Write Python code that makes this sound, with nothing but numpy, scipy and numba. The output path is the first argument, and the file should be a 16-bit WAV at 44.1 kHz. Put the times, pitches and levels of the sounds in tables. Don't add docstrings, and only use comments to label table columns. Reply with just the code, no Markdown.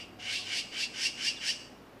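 import sys
import numpy as np
from scipy import signal
from scipy.fft import rfft, irfft
from scipy.io import wavfile
from scipy.ndimage import uniform_filter1d
from numba import njit

SR = 44100
rng = np.random.default_rng(int(sys.argv[2]) if len(sys.argv) > 2 else 0)


def wav_record(signal):
    frames = np.transpose(np.atleast_2d(signal))
    bounded = np.clip(frames, -1, 1)
    quanta = np.round(bounded * 32767).astype(np.int16)
    wavfile.write(sys.argv[1], SR, quanta)


N = 88200
TIME = np.arange(N) / SR
RATTLE_HZ, RATTLE_DB = 160, 0.5

# (start [s], peak [s], 20 dB rise of the narrow rasp [s], pitch at the peak [Hz],
#  glide after the peak [oct/s], upper formant [Hz], narrow rasp [dB], open rasp [dB],
#  voiced note [dB], ring [dB], 10 dB fall of the open rasp [s])
SYLLABLES = [ (-0.10, 0.018, 0.080, 968.5, -1, 2037, -42, -51.5, -46.5, -53.5, 0.045),
             (0.182, 0.358, 0.17, 900, 1.5, 3840, -37.5, -35, -38, -52, 0.069),
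             (0.445, 0.588, 0.14, 936.7, -1.5, 4430, -36, -34, -39, -46.5, 0.027),
             (0.707, 0.835, 0.13, 919.7, -1.34, 4430, -38.5, -33.5, -39.5, -46.5, 0.021),
             (0.923, 1.063, 0.15, 930, 4, 5260, -39.5, -31, -34, -46.5, 0.023),
             (1.155, 1.28, 0.110, 936, 4.5, 5300, -38.5, -32.5, -31.5, -43.5, 0.031),
             (1.395, 1.498, 0.092, 941, 7, 5500, -37.5, -32.5, -30, -55, 0.031)]


def from_db(db):
    return 10 ** (np.asarray(db) / 20)


def rms_one(x):
    return x / np.sqrt(np.mean(x ** 2) + 1e-20)


def even(x):
    return x / np.sqrt(uniform_filter1d(x ** 2, size=900) + 1e-12)


def drift(rate_hz):
    r = np.exp(-2 * np.pi * rate_hz / SR)
    noise = rng.standard_normal(2 * N)
    settled = signal.lfilter([1], [1, -2 * r, r * r], noise)[N:]
    return rms_one(settled)


def colour(x, points):
    hz, db = np.transpose(points)
    f = np.maximum(np.fft.rfftfreq(2 * len(x), 1 / SR), 1)
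    gain = from_db(np.interp(np.log(f), np.log(hz), db))
    return irfft(rfft(x, 2 * len(x)) * gain)[:len(x)]


def resonate(x, hz, width_hz):
    r = np.exp(-np.pi * width_hz / SR)
    zeros = np.array([1, 0, -1]) * (1 - r * r) / 2
    poles = [1, -2 * r * np.cos(2 * np.pi * hz / SR), r * r]
    return signal.lfilter(zeros, poles, x)


def background():
    # (frequency [Hz], level [dB])
    rumble_colour = [(25, -16), (42, -13), (70, -16.5), (110, -2), (160, -4), (250, 2.5), (400, -3.5),
                     (700, -6.5), (1300, -12), (2500, -18.5), (4000, -24), (8000, -35.5), (15000, -35)]
    # (fade-out begins [s], fade-in ends [s])
    hum_gap = (.47, .59)
    drone_end_s = 0.597

    rumble = from_db(-52.5) * rms_one(colour(rng.standard_normal(N), rumble_colour))

    gap = np.clip(np.minimum(TIME - hum_gap[0], hum_gap[1] - TIME) / 0.021, 0, 1)
    hum = from_db(-68.5) * (1 - gap) * rms_one(np.sin(2 * np.pi * 56 * TIME))

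    drone_db = -63.5 + 1.2 * drift(8.3)
    drone = from_db(drone_db) * rms_one(np.sin(2 * np.pi * 98.3 * TIME))
    whine = from_db(-63) * rms_one(resonate(rng.standard_normal(N), hz=726, width_hz=7.4))
    fade_out = np.clip((drone_end_s - TIME) / .02, 0, 1)
    return rumble + hum + (drone + whine) * fade_out


def swell(end, attack, hold, release):
    before = np.maximum(end - hold - TIME, 0)
    after = np.maximum(TIME - end, 0)
    return from_db(-10 * before / attack - 10 * after / release)


def since_peak():
    starts, peaks = np.transpose(SYLLABLES)[:2]
    k = np.searchsorted(starts[1:], TIME)
    return k, TIME - peaks[k]


def pitch():
    rise_oct_per_s, span_s = 6.0, .045
    hz, after = np.transpose(SYLLABLES)[3:5]
    k, since = since_peak()
    slope = np.where(since < 0, rise_oct_per_s, after[k])
    return hz[k] * 2 ** (slope * np.clip(since, -span_s, span_s))


def rasp(hz, throat):
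    jitter, pulse_spread_db, hiss_share = .22, 1.5, 0.64
    cycles = np.cumsum(hz * (1 + jitter * drift(500))) / SR
    new_cycle = np.diff(np.floor(cycles), prepend=0) > 0
    pulses = new_cycle * from_db(pulse_spread_db * rng.standard_normal(N))
    breath = rms_one(pulses) + hiss_share * rng.standard_normal(N)
    source = breath * from_db(RATTLE_DB * drift(RATTLE_HZ))
    return even(colour(source, throat))


@njit
def moving_high_pass(x, step, damping):
    out, low, band = np.zeros(len(x)), 0., 0.
    for i in range(len(x)):
        low += step[i] * band
        out[i] = x[i] - low - damping * band
        band += step[i] * out[i]
    return out


def rough_tone(hz, jitter):
    phase = 2 * np.pi * np.cumsum(hz * (1 + jitter * drift(390))) / SR
    return rms_one(np.sin(phase) * from_db(RATTLE_DB * drift(RATTLE_HZ)))


def note(hz):
    # (multiple of the pitch, mean level [dB], delay of its peak [s])
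    partials = [(2, -9, -0.020), (2.5, -12, -0.016), (3, 0, 0.002), (3.5, -13, -0.004), (4, -20, -0.015),
                (5, -5, -0.003), (5.5, -11, 0.006), (6, -11, -0.004), (8, -24, 0.000), (9, -28, 0.000)]
    attack_s, hold_s, release_s = .014, .012, .014
    jitter, flutter_db = .015, 2.0

    phase = 2 * np.pi * np.cumsum(hz * (1 + jitter * drift(222))) / SR
    level = np.zeros(N)
    for _, peak_s, *_, note_db, _, _ in SYLLABLES:
        level += from_db(note_db) * swell(peak_s + hold_s / 2, attack_s, hold_s, release_s)

    out = np.zeros(N)
    for multiple, db, delay_s in partials:
        flutter = from_db(db + flutter_db * drift(174))
        delayed_level = np.interp(TIME - delay_s, TIME, level)
        out += flutter * delayed_level * np.sin(multiple * phase + rng.uniform(0, 2 * np.pi))
    return out


def magpie():
    # (frequency [Hz], level [dB])
    narrow_throat = [(900, -16), (1350, -17.5), (1550, -16.5), (1900, -14), (2200, -2.5), (2500, -9),
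                     (2750, -9.5), (2950, 1), (3200, -6), (3600, -10), (4300, -15.5), (5400, -11),
                     (6500, -15), (8500, -25.5), (12500, -44), (15000, -47)]
    open_throat = [(1000, -10.5), (1400, -14.5), (1750, -12.5), (2300, -3), (3300, 1.5), (3800, -2.5),
                   (4600, 0), (5500, 2), (6200, -4), (6900, -6), (8000, -5), (11000, -16.5), (12600, -25.5),
                   (15000, -31.5)]
    # (time from the peak [s], edge [Hz])
    edge = [(-0.09, 1490), (-0.045, 1560), (-0.02, 1760), (0.0, 2050), (0.03, 2500)]
    edge_damping = .45
    whistle_hz, whistle_db = 2950, -4.5
    ring_hz, ring_sag_oct_per_s = 2790, 1.9
    upper_width_hz, upper_db = 1250, 1
    narrow_lead_s, onset_s = 0.057, .02

    hz = pitch()
    _, since = since_peak()
    step = 2 * np.sin(np.pi * np.interp(since, *np.transpose(edge)) / SR)
    narrow = even(moving_high_pass(rasp(hz, narrow_throat), step, edge_damping))
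    wide = even(moving_high_pass(rasp(hz, open_throat), step, edge_damping))
    narrow = narrow + from_db(whistle_db) * rough_tone(whistle_hz, jitter=.04)
    sagging_hz = ring_hz * 2 ** (-ring_sag_oct_per_s * np.maximum(since, 0))
    ring = rough_tone(sagging_hz, jitter=.03)

    out = note(hz)
    for start, peak_s, rise_s, _, _, upper_hz, narrow_db, open_db, _, ring_db, release_s in SYLLABLES:
        onset = np.clip((TIME - start) / onset_s, 0, 1)
        bright = rms_one(wide + from_db(upper_db) * resonate(wide, upper_hz, upper_width_hz))
        narrow_swell = swell(peak_s - narrow_lead_s, attack=rise_s * .5, hold=0, release=0.043)
        open_swell = swell(peak_s + 0.0068, attack=rise_s * 0.31, hold=0.032, release=release_s)
        ring_swell = swell(peak_s + 0.021, attack=0.0062, hold=0, release=0.03)
        out += onset * from_db(narrow_db) * narrow * narrow_swell
        out += onset * from_db(open_db) * bright * open_swell
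        out += from_db(ring_db) * ring * ring_swell
    return out


def squeak():
    # (time [s], half length [s], pitch [Hz], fall [oct/s], level [dB], fundamental against the octave [dB])
    small_squeaks = [(0.395, .032, 1130, 2.2, -60, 10), (1.377, .014, 1770, 8, -47, -7)]
    jitter = .06
    out = np.zeros(N)
    for middle_s, half_s, hz, fall, db, fundamental_db in small_squeaks:
        glide = hz * 2 ** (-fall * np.clip(TIME - middle_s, -2 * half_s, 2 * half_s))
        phase = 2 * np.pi * np.cumsum(glide * (1 + jitter * drift(407))) / SR
        tone = rms_one(np.sin(2 * phase) + from_db(fundamental_db) * np.sin(phase))
        out += from_db(db) * np.exp(-((TIME - middle_s) / half_s) ** 2) * tone
    return out


def foliage(x):
    # (frequency [Hz], level [dB])
    reinforced = [(1528, 3.5), (1859, -1), (2038, -28), (2224, -2), (2563, -5), (2695, 0), (2813, 1),
                  (2893, -10.5), (2986, -5), (4307, -3), (4655, 5), (4920, -2), (5094, -24), (5279, -4)]
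    return x + sum(from_db(db) * resonate(x, hz, width_hz=30) for hz, db in reinforced)


def scatter(delay_s, t60_s):
    sparse = rng.standard_normal(N) * (rng.random(N) < .15)
    decay = from_db(-60 * np.maximum(TIME - delay_s, 0) / t60_s)
    twigs = sparse * (TIME > delay_s) * decay
    return twigs / np.sqrt(np.sum(twigs ** 2) + 1e-20)


def outdoors(x):
    # (delay [s], level [dB])
    echoes = [(0.07, -22), (0.119, -21.5), (.162, -28.5)]
    # (frequency [Hz], level [dB])
    echo_colour = [(1000, 1), (2000, -1), (2750, 1.5), (3700, -4.5), (5000, -2), (8000, 0.5), (15000, -9)]
    near = from_db(-7) * scatter(0.0024, t60_s=0.044)
    far = from_db(-10.5) * scatter(0.0067, t60_s=0.67)
    for delay_s, db in echoes:
        far += from_db(db) * scatter(delay_s, t60_s=0.035)
    response = near + colour(far, echo_colour)
    return x + signal.fftconvolve(x, response)[:N]


def scene():
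    bird_trim_db = -1
    bird = outdoors(foliage(magpie() + squeak()))
    return (from_db(bird_trim_db) * bird + background())[None]


def record(dry):
    low_pass = signal.firwin(numtaps=801, cutoff=15250, fs=SR)
    return signal.fftconvolve(dry, low_pass[None], mode="same")


dry = scene()
out = record(dry)
wav_record(out)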